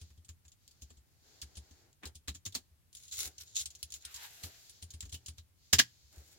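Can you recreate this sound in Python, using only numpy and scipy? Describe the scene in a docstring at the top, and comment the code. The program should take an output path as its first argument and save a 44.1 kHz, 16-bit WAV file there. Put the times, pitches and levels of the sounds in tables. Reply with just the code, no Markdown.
"""Plastic keyboard on a wooden table

Heard from close above in a quiet room, keys click in a thin case and each press thumps the table top.
Sleeves swish, palms brush and nails tick; fingers rub over the keys and a hand slides the keyboard round.
Near the end the case clacks down twice."""
import sys
import numpy as np
from scipy import signal
from scipy.fft import rfft, irfft, next_fast_len
from scipy.io import wavfile
from scipy.ndimage import uniform_filter1d

SR = 44100
rng = np.random.default_rng(int(sys.argv[2]) if len(sys.argv) > 2 else 0)


def master_out(mix):
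    """Clip the mix to full scale and print it as 16-bit PCM to the path in sys.argv[1]."""
    frames = np.transpose(np.atleast_2d(mix))
    ceiling = np.clip(frames, -1, 1)
    pcm = np.round(ceiling * 32767).astype(np.int16)
    wavfile.write(sys.argv[1], SR, pcm)


N = 281358
HIT_SAMPLES = 8192
TIME_S = np.arange(N) / SR
AGE_S = TIME_S[:HIT_SAMPLES]


def from_db(db):
    return 10 ** (np.asarray(db) / 20)


def unit_rms(x):
    return x / np.sqrt(np.mean(x ** 2) + 1e-20)


def unit_peak(x):
    """Scale a pair so that its highest 2 ms rms is one."""
    return x / np.sqrt(uniform_filter1d(np.mean(x ** 2, 0), size=88).max() + 1e-20)


def white(size=N):
    return rng.standard_normal((2, size))


def decay(t60_s):
    return from_db(-60 * AGE_S / t60_s)


def add(out, start_s, sound):
    i = max(0, round(start_s * SR))
    out[..., i:i + HIT_SAMPLES] += sound[..., :N - i]


def band(x, low_hz, high_hz, order):
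    return signal.sosfilt(signal.butter(order, [low_hz, high_hz], "band", fs=SR, output="sos"), x)


def at_hz(curve, hz):
    """Read a curve on a log-frequency axis."""
    points_hz, values = np.transpose(curve)
    return np.interp(np.log(hz + 1), np.log(points_hz), values)


# Likeness of the two ears' sounds. Each row: frequency in Hz, correlation.
EAR_CORRELATION = [(60, 1), (130, -0.013), (300, 0.75), (600, 0.25), (1200, -0.17), (2500, 0.2),
                   (5000, -0.2), (16000, 0.063)]


def colour(x, spectrum):
    """Shape two unrelated signals into a left-right pair; minimum phase, so nothing sounds early."""
    size = 2 * next_fast_len(x.shape[-1] // 2 + 1024)
    hz = np.arange(size // 2 + 1) * SR / size
    cepstrum = irfft(np.log(from_db(at_hz(spectrum, hz))))
    response = np.exp(rfft(2 * cepstrum[:size // 2], size) - cepstrum[0])
    mid, side = rfft(x, size) * response
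    correlation = at_hz(EAR_CORRELATION, hz)
    pair = np.sqrt(1 + correlation) * mid + np.sqrt(1 - correlation) * side * [[1], [-1]]
    return unit_rms(irfft(pair)[:, :x.shape[-1]])


def gestures(rows, attack_s, release_s):
    """Gain of hand movements: each swells up to its start, holds for its length and dies away."""
    power = np.zeros(N)
    for start_s, length_s, db in rows:
        swell = np.clip(1 + (TIME_S - start_s) / attack_s, 0, 1)
        fade = np.exp(-np.clip((TIME_S - start_s - length_s) / release_s, 0, 20))
        power += (from_db(db) * swell * fade) ** 2
    return np.sqrt(power)


def ringing(modes):
    """Decaying sines; each mode is struck with random strength and reaches one ear first."""
    hz, db, t60_s = np.transpose(modes)[:, :, None]
    envelope = from_db(db + 1.5 * rng.standard_normal(hz.shape) - 60 * AGE_S / t60_s)
    lag_s = .00008 * rng.standard_normal((2, len(hz), 1))
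    cycles = hz * (AGE_S - lag_s) + rng.random(hz.shape)
    return np.sum(envelope * np.sin(2 * np.pi * cycles), axis=1)


# Room noise. Each row: frequency in Hz, relative density in dB.
AIR_SPECTRUM = [(20, -39.5), (35, -11.5), (50, -11.5), (92, -1), (130, -7.5), (200, -18.5), (400, -26.5),
                (1000, -29.5), (2500, -31), (8000, -32), (13000, -31.5), (16000, -35)]


def room_air():
    """The quiet room: a faint, steady, low noise."""
    return from_db(-70) * colour(white(), AIR_SPECTRUM)


# Arm movements. Each row: start in seconds, length in seconds, level in dB.
SWISHES = [(0, 0.04, -65.5), (.65, 0.28, -73.5), (1.12, 0.071, -78), (1.28, 0.17, -65.5), (1.55, 0.26, -69),
           (2.54, 0.014, -71), (3.32, 1.43, -68), (4.52, .26, -63.5), (4.9, 0.44, -73), (5.65, 0.84, -68.5)]
# Cloth noise. Each row: frequency in Hz, relative density in dB.
SWISH_SPECTRUM = [(900, -15.5), (2800, -5.5), (4400, 4), (5500, 1), (7200, 2.5), (8400, -13.5),
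                  (12500, -11.5), (16000, -12)]


def sleeve_swishes():
    """Cloth hisses as an arm moves."""
    return gestures(SWISHES, attack_s=.1, release_s=.08) * colour(white(), SWISH_SPECTRUM)


# Palm movements. Each row: start in seconds, length in seconds, level in dB.
BRUSHES = [(0, 0.037, -75), (.7, 1, -83), (1.26, 0.64, -73), (2.06, 0.0074, -57.5), (2.56, 0.035, -70),
           (3.255, .025, -58.5), (3.33, 2, -79), (4.45, .025, -59.5), (6.155, 0.063, -67.5),
           (6.27, .11, -73.5)]
# Palm noise. Each row: frequency in Hz, relative density in dB.
BRUSH_SPECTRUM = [(100, -11.5), (200, -7.5), (370, 1), (560, -5), (800, -3.5), (1100, -12.5), (1600, -6.5),
                  (3000, -18), (8000, -64)]


def palm_brushes():
    """A palm brushes the case or the table with a dull rustle."""
    return gestures(BRUSHES, attack_s=.047, release_s=.024) * colour(white(), BRUSH_SPECTRUM)


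# Plastic case modes. Each row: frequency in Hz, relative level in dB, t60 in seconds.
CASE_MODES = [(1260, -15, .08), (1640, -3, .085), (1712, -2, .07), (1780, -2, .08), (2420, -6, .08),
              (2780, -4, .08), (2851, -1, .08), (3077, -2, .08), (3144, -4, .08), (3263, 0, .085),
              (3931, -2, .08), (4681, -2, .075), (5165, -1, .08), (5443, -4, .08), (5642, -4, .07),
              (6800, -3, .07), (7228, -3, .08)]
CLICK_HZ, THUD_HZ, BODY_HZ, TOP_HZ = (2350, 8000), (140, 920), (1000, 2250), (8300, 17500)


def plastic_blows(rows, spectrum, build_s, ring_t60_s, crack_t60_s, modes_db, spot_db):
    """A short crack; then the loose plastic takes up the blow and rings, coloured by the struck spot."""
    out = np.zeros((2, N))
    build = 1 - np.exp(-AGE_S / build_s)
    for start_s, click_db, thud_db, body_db, top_db, spot_hz, pan_db, crack_db in rows:
        dense_modes = colour(white(HIT_SAMPLES) * decay(ring_t60_s) * build, spectrum)
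        ring = dense_modes + from_db(modes_db) * unit_rms(ringing(CASE_MODES) * build)
        crack = colour(white(HIT_SAMPLES) * decay(crack_t60_s), spectrum)
        hit = unit_rms(unit_peak(ring) + from_db(crack_db) * unit_peak(crack))
        spot, overtone = (unit_rms(band(hit, hz / 1.04, hz * 1.04, order=1))
                          for hz in (spot_hz, 1.5 * spot_hz))
        hit = hit + from_db(spot_db) * (spot + from_db(-18.5) * overtone)
        registers = [(CLICK_HZ, 0), (THUD_HZ, thud_db), (BODY_HZ, body_db), (TOP_HZ, top_db)]
        hit = sum(from_db(db) * unit_peak(band(hit, *edges_hz, order=4)) for edges_hz, db in registers)
        add(out, start_s, from_db([[click_db + pan_db / 2], [click_db - pan_db / 2]]) * hit)
    return out


# Keys pressed home. Each row: start in seconds, relative click level in dB, table thump in dB,
# thump pitch in Hz, cap ring in Hz, case thud and case body in dB re the click.
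PRESSES = [(0.014, -52.5, -44.5, 80, 9150, -16, -16), (.103, -66.5, -54, 71.6, 3650, -3.5, -3),
           (.176, -67, -49, 82, 3320, -0.5, -13), (0.29, -49, -45.5, 81, 6970, -14.5, -10.5),
           (.451, -62.5, -54, 79.6, 7260, -8, -8), (0.82, -49.5, -46, 68.6, 6500, -10.5, -22),
           (.904, -56, -55.5, 75.4, 7300, -3, -12), (.971, -64, -55.5, 67, 7500, -5, -31),
           (1.424, -50.5, -44.5, 70, 9300, -11, -4.5), (1.570, -46.5, -43, 71, 9500, -13, -17.5),
           (1.710, -60.5, -54, 74, 6370, 1.5, -11), (2.033, -56, -65, 83.8, 3700, 7.5, 12),
           (2.056, -44.5, -46, 75, 4000, -12.5, -9.5), (2.154, -48.5, -50.5, 76, 9600, -15.5, -34),
           (2.281, -35, -38, 71, 3930, -8, -7), (2.348, -47, -52.5, 80.4, 6900, -14, -14),
           (2.461, -37, -45.5, 97, 6800, -12.5, -14), (2.550, -31, -57, 73, 4370, -13, -13.5),
           (4.435, -40, -42.5, 84, 4300, -13, -11), (4.825, -44, -44, 83, 9350, -17.5, -18),
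           (4.937, -50, -43, 78.5, 9500, -16.5, -14), (5.025, -48.5, -43, 80, 7200, -16, -7.5),
           (5.054, -50, -46, 66, 6740, -11, -19), (5.125, -42, -41, 80, 9300, -18, -19),
           (5.1426, -42.5, -67, 79.4, 2980, -13.5, -15), (5.283, -42, -42.5, 77, 9400, -18, -14),
           (5.382, -49, -48, 79.4, 3980, -16.5, -13)]
# Key click. Each row: frequency in Hz, relative density in dB.
CLICK_SPECTRUM = [(120, 4), (250, 10), (480, -4.5), (1000, -6.5), (1400, -6), (1700, -8), (2200, -3),
                  (3200, 11), (4400, 11), (7300, 5.5), (8600, -8), (9800, -8), (11000, -12), (16000, -12)]
KEYS_PAN_DB = .95  # left over right


def key_presses(travel_s=.0054, landing_db=-12.5, top_db=-1.5, crack_db=2):
    """A finger lands on a cap, then the key bottoms out and thuds into the case."""
    rows = []
    for start_s, click_db, _, _, cap_hz, thud_db, body_db in PRESSES:
        tone = (thud_db, body_db, top_db, cap_hz, KEYS_PAN_DB, crack_db)
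        rows += [(start_s - travel_s, click_db + landing_db, *tone), (start_s, click_db, *tone)]
    return from_db(-3.3) * plastic_blows(rows, CLICK_SPECTRUM, build_s=.0017, ring_t60_s=.09,
                                         crack_t60_s=.012, modes_db=-20, spot_db=-5)


# The heel of a hand bumps the table. Each row: start in seconds, level in dB.
HAND_BUMPS = [(2.71, -56.5), (3.175, -52.5), (3.255, -48.5), (6.038, -57.5), (6.172, -45.5)]
# Upper table modes. Each row: frequency in Hz, level in dB re a firm thump, t60 in seconds.
TABLE_MODES = [(120.7, -10, 0.4), (172.7, -16, 0.32), (192.8, -7.5, 0.16), (286, -16.5, 0.28),
               (355, -23.5, 0.15), (408.3, -18, 0.19)]


def table_thumps(light_load_hz=72, swell_s=.014, firm_db=-30.5, hardening_db_per_db=.77):
    """The top's lowest mode swells over a cycle and dies; firmer blows bring out its upper modes."""
    thumps = [(start_s, db, hz) for start_s, _, db, hz, *_ in PRESSES]
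    thumps += [(start_s, db - 18.5, light_load_hz) for start_s, db, _, _ in TICKS]
    thumps += [(start_s, db, light_load_hz) for start_s, db in HAND_BUMPS]
    thumps.append((5.728, -31, 83))  # the case drops
    out = np.zeros(N)
    for start_s, db, hz in thumps:
        boom = AGE_S / swell_s * np.exp(1 - AGE_S / swell_s) * np.sin(2 * np.pi * hz * AGE_S)
        knock = ringing(TABLE_MODES)[0] * (1 - decay(.03))
        knock_db = hardening_db_per_db * (db - firm_db)
        add(out, start_s, from_db(db) * (boom + from_db(knock_db) * knock))
    return out


# Nails tick on caps and keys spring back. Each row: start in seconds, relative level in dB,
# cap ring in Hz, crack in dB re the case's ring.
TICKS = [(0.247, -58.5, 8900, 1.5), (0.481, -55.5, 6800, 4), (.517, -57.5, 7140, -8),
         (.678, -51, 4650, 7.5), (.710, -60, 4700, -2), (1.4163, -39.5, 4750, 2), (1.553, -51.5, 6760, -31),
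         (1.929, -62.5, 7060, 11), (2.055, -41.5, 5040, 10), (2.071, -50, 9400, 0), (2.452, -40, 6150, -13),
         (2.523, -51, 3600, -7), (2.929, -53, 9300, 6), (2.9505, -44, 9600, 7), (2.969, -49, 7000, -4),
         (3.034, -53, 9820, -4), (3.0803, -52.5, 7240, 1), (3.126, -41.5, 6890, 3), (3.197, -40, 6700, -1),
         (3.2055, -37, 10200, 6), (3.247, -48, 9820, -19), (3.38, -44, 6130, -20),
         (3.408, -44.5, 5680, -46), (3.607, -37.5, 9470, -13), (3.657, -36, 8600, 2),
         (3.703, -50, 6950, -9), (3.751, -47.5, 6300, 5.5), (3.8289, -31.5, 10300, 8),
         (3.9036, -47.5, 7100, 7), (3.922, -39, 6500, 6.5), (3.9396, -38, 6840, 5),
         (4.0505, -38.5, 9300, 4), (4.142, -41.5, 6900, -3), (4.1607, -43, 4950, -0.5),
         (4.695, -49, 9650, 2.5), (4.905, -47, 6740, 3), (5.006, -37.5, 7530, 5), (5.094, -53, 7250, 1),
         (5.26, -42.5, 6840, -9.5)]


def nail_ticks(thud_db=-34.5, body_db=-26):
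    """Light, sharp contacts that ring in the caps and hardly reach the case."""
    rows = []
    for start_s, db, cap_hz, crack_db in TICKS:
        top_db = -1.5 + .18 * crack_db  # sharper ticks are brighter
        rows.append((start_s, db, thud_db, body_db, top_db, cap_hz, KEYS_PAN_DB, crack_db))
    return from_db(-3.5) * plastic_blows(rows, CLICK_SPECTRUM, build_s=.0011, ring_t60_s=.073,
                                         crack_t60_s=.009, modes_db=-19.5, spot_db=-5)


def friction(slips_per_s, spread_db, hiss_db, case_t60_s=.12):
    """Tiny slips of uneven size, each ringing briefly in the case, over a smooth hiss."""
    slipping = rng.random(N) < slips_per_s / SR
    sizes = from_db(spread_db * np.minimum(rng.exponential(1, N), 4))
    slips = slipping * sizes * rng.choice([-1, 1], N)
    ring = white(HIT_SAMPLES) * (decay(.0034) + .2 * decay(case_t60_s))
    return unit_rms(signal.fftconvolve(slips[None], ring)[:, :N]) + from_db(hiss_db) * white()


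# Fingers dragged over keys and table. Each row: start in seconds, length in seconds,
# nail scrape in dB, skin rub in dB, ring of the rubbed spot in Hz.
STROKES = [(2.951, 0.27, -62.5, -63.5, 9800), (3.129, 0.037, -46, -50.5, 7500),
           (3.186, 0.082, -45.5, -44.5, 10100), (3.41, 0.0063, -58, -48.5, 11700),
           (3.475, 0.11, -61.5, -88, 6740), (3.565, 0.013, -33.5, -56, 6360),
           (3.589, 0.022, -43, -45.5, 7460), (3.798, 0.017, -67, -68, 6800),
           (3.945, .025, -58, -59.5, 7140), (4.019, 0.0074, -60, -69, 6900), (6.133, 0.21, -76, -64, 7170)]
# Nail and skin friction. Each row: frequency in Hz, relative density in dB.
NAIL_SPECTRUM = [(300, -54), (1200, -23), (2200, -15), (3000, -1.5), (3700, 7.5), (5200, -2.5), (6700, 11),
                 (7500, 6.5), (8600, -5.5), (13000, -12), (16000, -26)]
SKIN_SPECTRUM = [(150, -18), (250, -20.5), (380, -6), (700, -16.5), (1100, -10), (1800, -3.5), (3200, 0),
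                 (7200, 4), (8600, -1), (12500, 0.5), (16000, -3.5)]


def finger_rubs(sing_db=-15, sing_width_ratio=.034):
    """Nails catch and scrape thinly, skin rubs with more body, and the spot under the finger sings."""
    nail = colour(friction(slips_per_s=900, spread_db=5, hiss_db=-8), NAIL_SPECTRUM)
    skin = colour(friction(slips_per_s=700, spread_db=5, hiss_db=-8), SKIN_SPECTRUM)
    out = np.zeros((2, N))
    for start_s, length_s, nail_db, skin_db, spot_hz in STROKES:
        rub = from_db(nail_db) * nail + from_db(skin_db) * skin
        half_width_hz = spot_hz * sing_width_ratio / 2
        sing = rub.std() * unit_rms(band(rub, spot_hz - half_width_hz, spot_hz + half_width_hz, order=1))
        envelope = gestures([(start_s, length_s, 0)], attack_s=.019, release_s=.015)
        out += envelope * (rub + from_db(sing_db) * sing)
    return out


# The case pushed round on the wood. 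Each row: time in seconds, hiss in dB, low scrape in dB.
SLIDE_LEVELS = [(3.99, -100, -105), (4.05, -67, -57.5), (4.13, -57.5, -61.5), (4.25, -51, -50.5),
                (4.29, -58.5, -61.5), (4.42, -57.5, -65), (4.455, -48, -72), (4.51, -63.5, -63),
                (4.68, -64.5, -76.5), (4.87, -103, -105)]
# Hiss and scrape of the feet. Each row: frequency in Hz, relative density in dB.
HISS_SPECTRUM = [(200, -20), (300, -20.5), (420, -10.5), (600, -22), (800, -12.5), (1500, -11.5),
                 (3000, 0.5), (7300, 6.5), (8500, -2.5), (13000, 3), (16000, -6.5)]
SCRAPE_SPECTRUM = [(300, -29), (700, -12), (1100, -9), (1600, 0), (2600, -1), (4000, 0), (8000, -28.5)]
# The slide's hollow note. Each row: multiple of its pitch, level in dB re the scrape.
HOLLOW_PARTIALS = [(1, -10), (2, -15.5), (3, -27.5)]


def keyboard_slide(fall_start_s=4.05, first_hz=1560, last_hz=676, settle_s=.135, width_hz=200):
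    """The feet hiss and scrape over the wood, with a hollow note that falls as the slide goes on."""
    times_s, *levels_db = np.transpose(SLIDE_LEVELS)
    hiss_db, scrape_db = (np.interp(TIME_S, times_s, db) for db in levels_db)
    hollow_hz = last_hz + (first_hz - last_hz) * np.exp(-np.maximum(TIME_S - fall_start_s, 0) / settle_s)
    phase = 2 * np.pi * np.cumsum(hollow_hz) / SR
    hiss = colour(friction(slips_per_s=680, spread_db=3.5, hiss_db=0), HISS_SPECTRUM)
    scrape = colour(white(), SCRAPE_SPECTRUM)
    for multiple, db in HOLLOW_PARTIALS:
        lowpass = signal.butter(2, multiple * width_hz / 2, fs=SR, output="sos")
        flutter = signal.sosfilt(lowpass, white() + 1j * white())
        scrape += from_db(db) * unit_rms(np.real(flutter * np.exp(1j * multiple * phase)))
    return from_db(hiss_db) * hiss + from_db(scrape_db) * scrape


# The case hits the table. Each row: start in seconds, relative click level in dB, thud, body and top
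# in dB re the click, spot ring in Hz, left over right in dB, crack in dB re the case's ring.
CLACKS = [(5.7272, -29, -22.5, -18.5, 2.5, 5000, .5, -22), (5.7305, -18.5, -13.5, -10, -4, 5160, 0.59, 0.5),
          (5.7848, -27.5, -22.5, -16, -11, 6500, 0.075, 0), (5.7885, -17, -19, -10, -7.5, 3120, 0.72, -3.5),
          (5.7975, -19, -14.5, 0, -3.5, 4620, 0.094, 8.5)]
# Case clack. Each row: frequency in Hz, relative density in dB.
CLACK_SPECTRUM = [(120, -4), (280, -2.5), (450, -13.5), (680, -9.5), (850, -10.5), (1400, -4.5), (1680, 10),
                  (2200, -2), (3100, 3.5), (5200, 4), (7200, -4), (8500, -18), (16000, -22.5)]


def case_clacks():
    """The dropped case cracks and rings in two quick clusters of blows."""
    return from_db(-1.05) * plastic_blows(CLACKS, CLACK_SPECTRUM, build_s=.002, ring_t60_s=.079,
                                          crack_t60_s=.02, modes_db=-9, spot_db=-20)


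def room(direct, t60_s=.25, build_s=.011, tail_db=-31):
    """A faint diffuse tail builds up after the direct sound."""
    t = TIME_S[:SR // 2]
    tail = white(len(t)) * from_db(-60 * t / t60_s) * (1 - np.exp(-t / build_s))
    tail /= np.sqrt(np.sum(tail ** 2) / 2)
    return direct + from_db(tail_db) * signal.fftconvolve(direct, tail, axes=1)[:, :N]


def scene():
    """Keys and case with the room's tail; table, hands and air dry, a little to the left."""
    keys = key_presses() + nail_ticks()
    case = case_clacks()
    table = table_thumps()
    hands = finger_rubs() + keyboard_slide() + sleeve_swishes() + palm_brushes()
    air = room_air()
    return room(keys + case) + (table + hands + air) * from_db([[.6], [-.6]])


def record(dry):
    """Steep low-pass at 16 kHz."""
    return signal.sosfilt(signal.ellip(10, .2, 80, 16000, fs=SR, output="sos"), dry)


dry = scene()
out = record(dry)
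master_out(out)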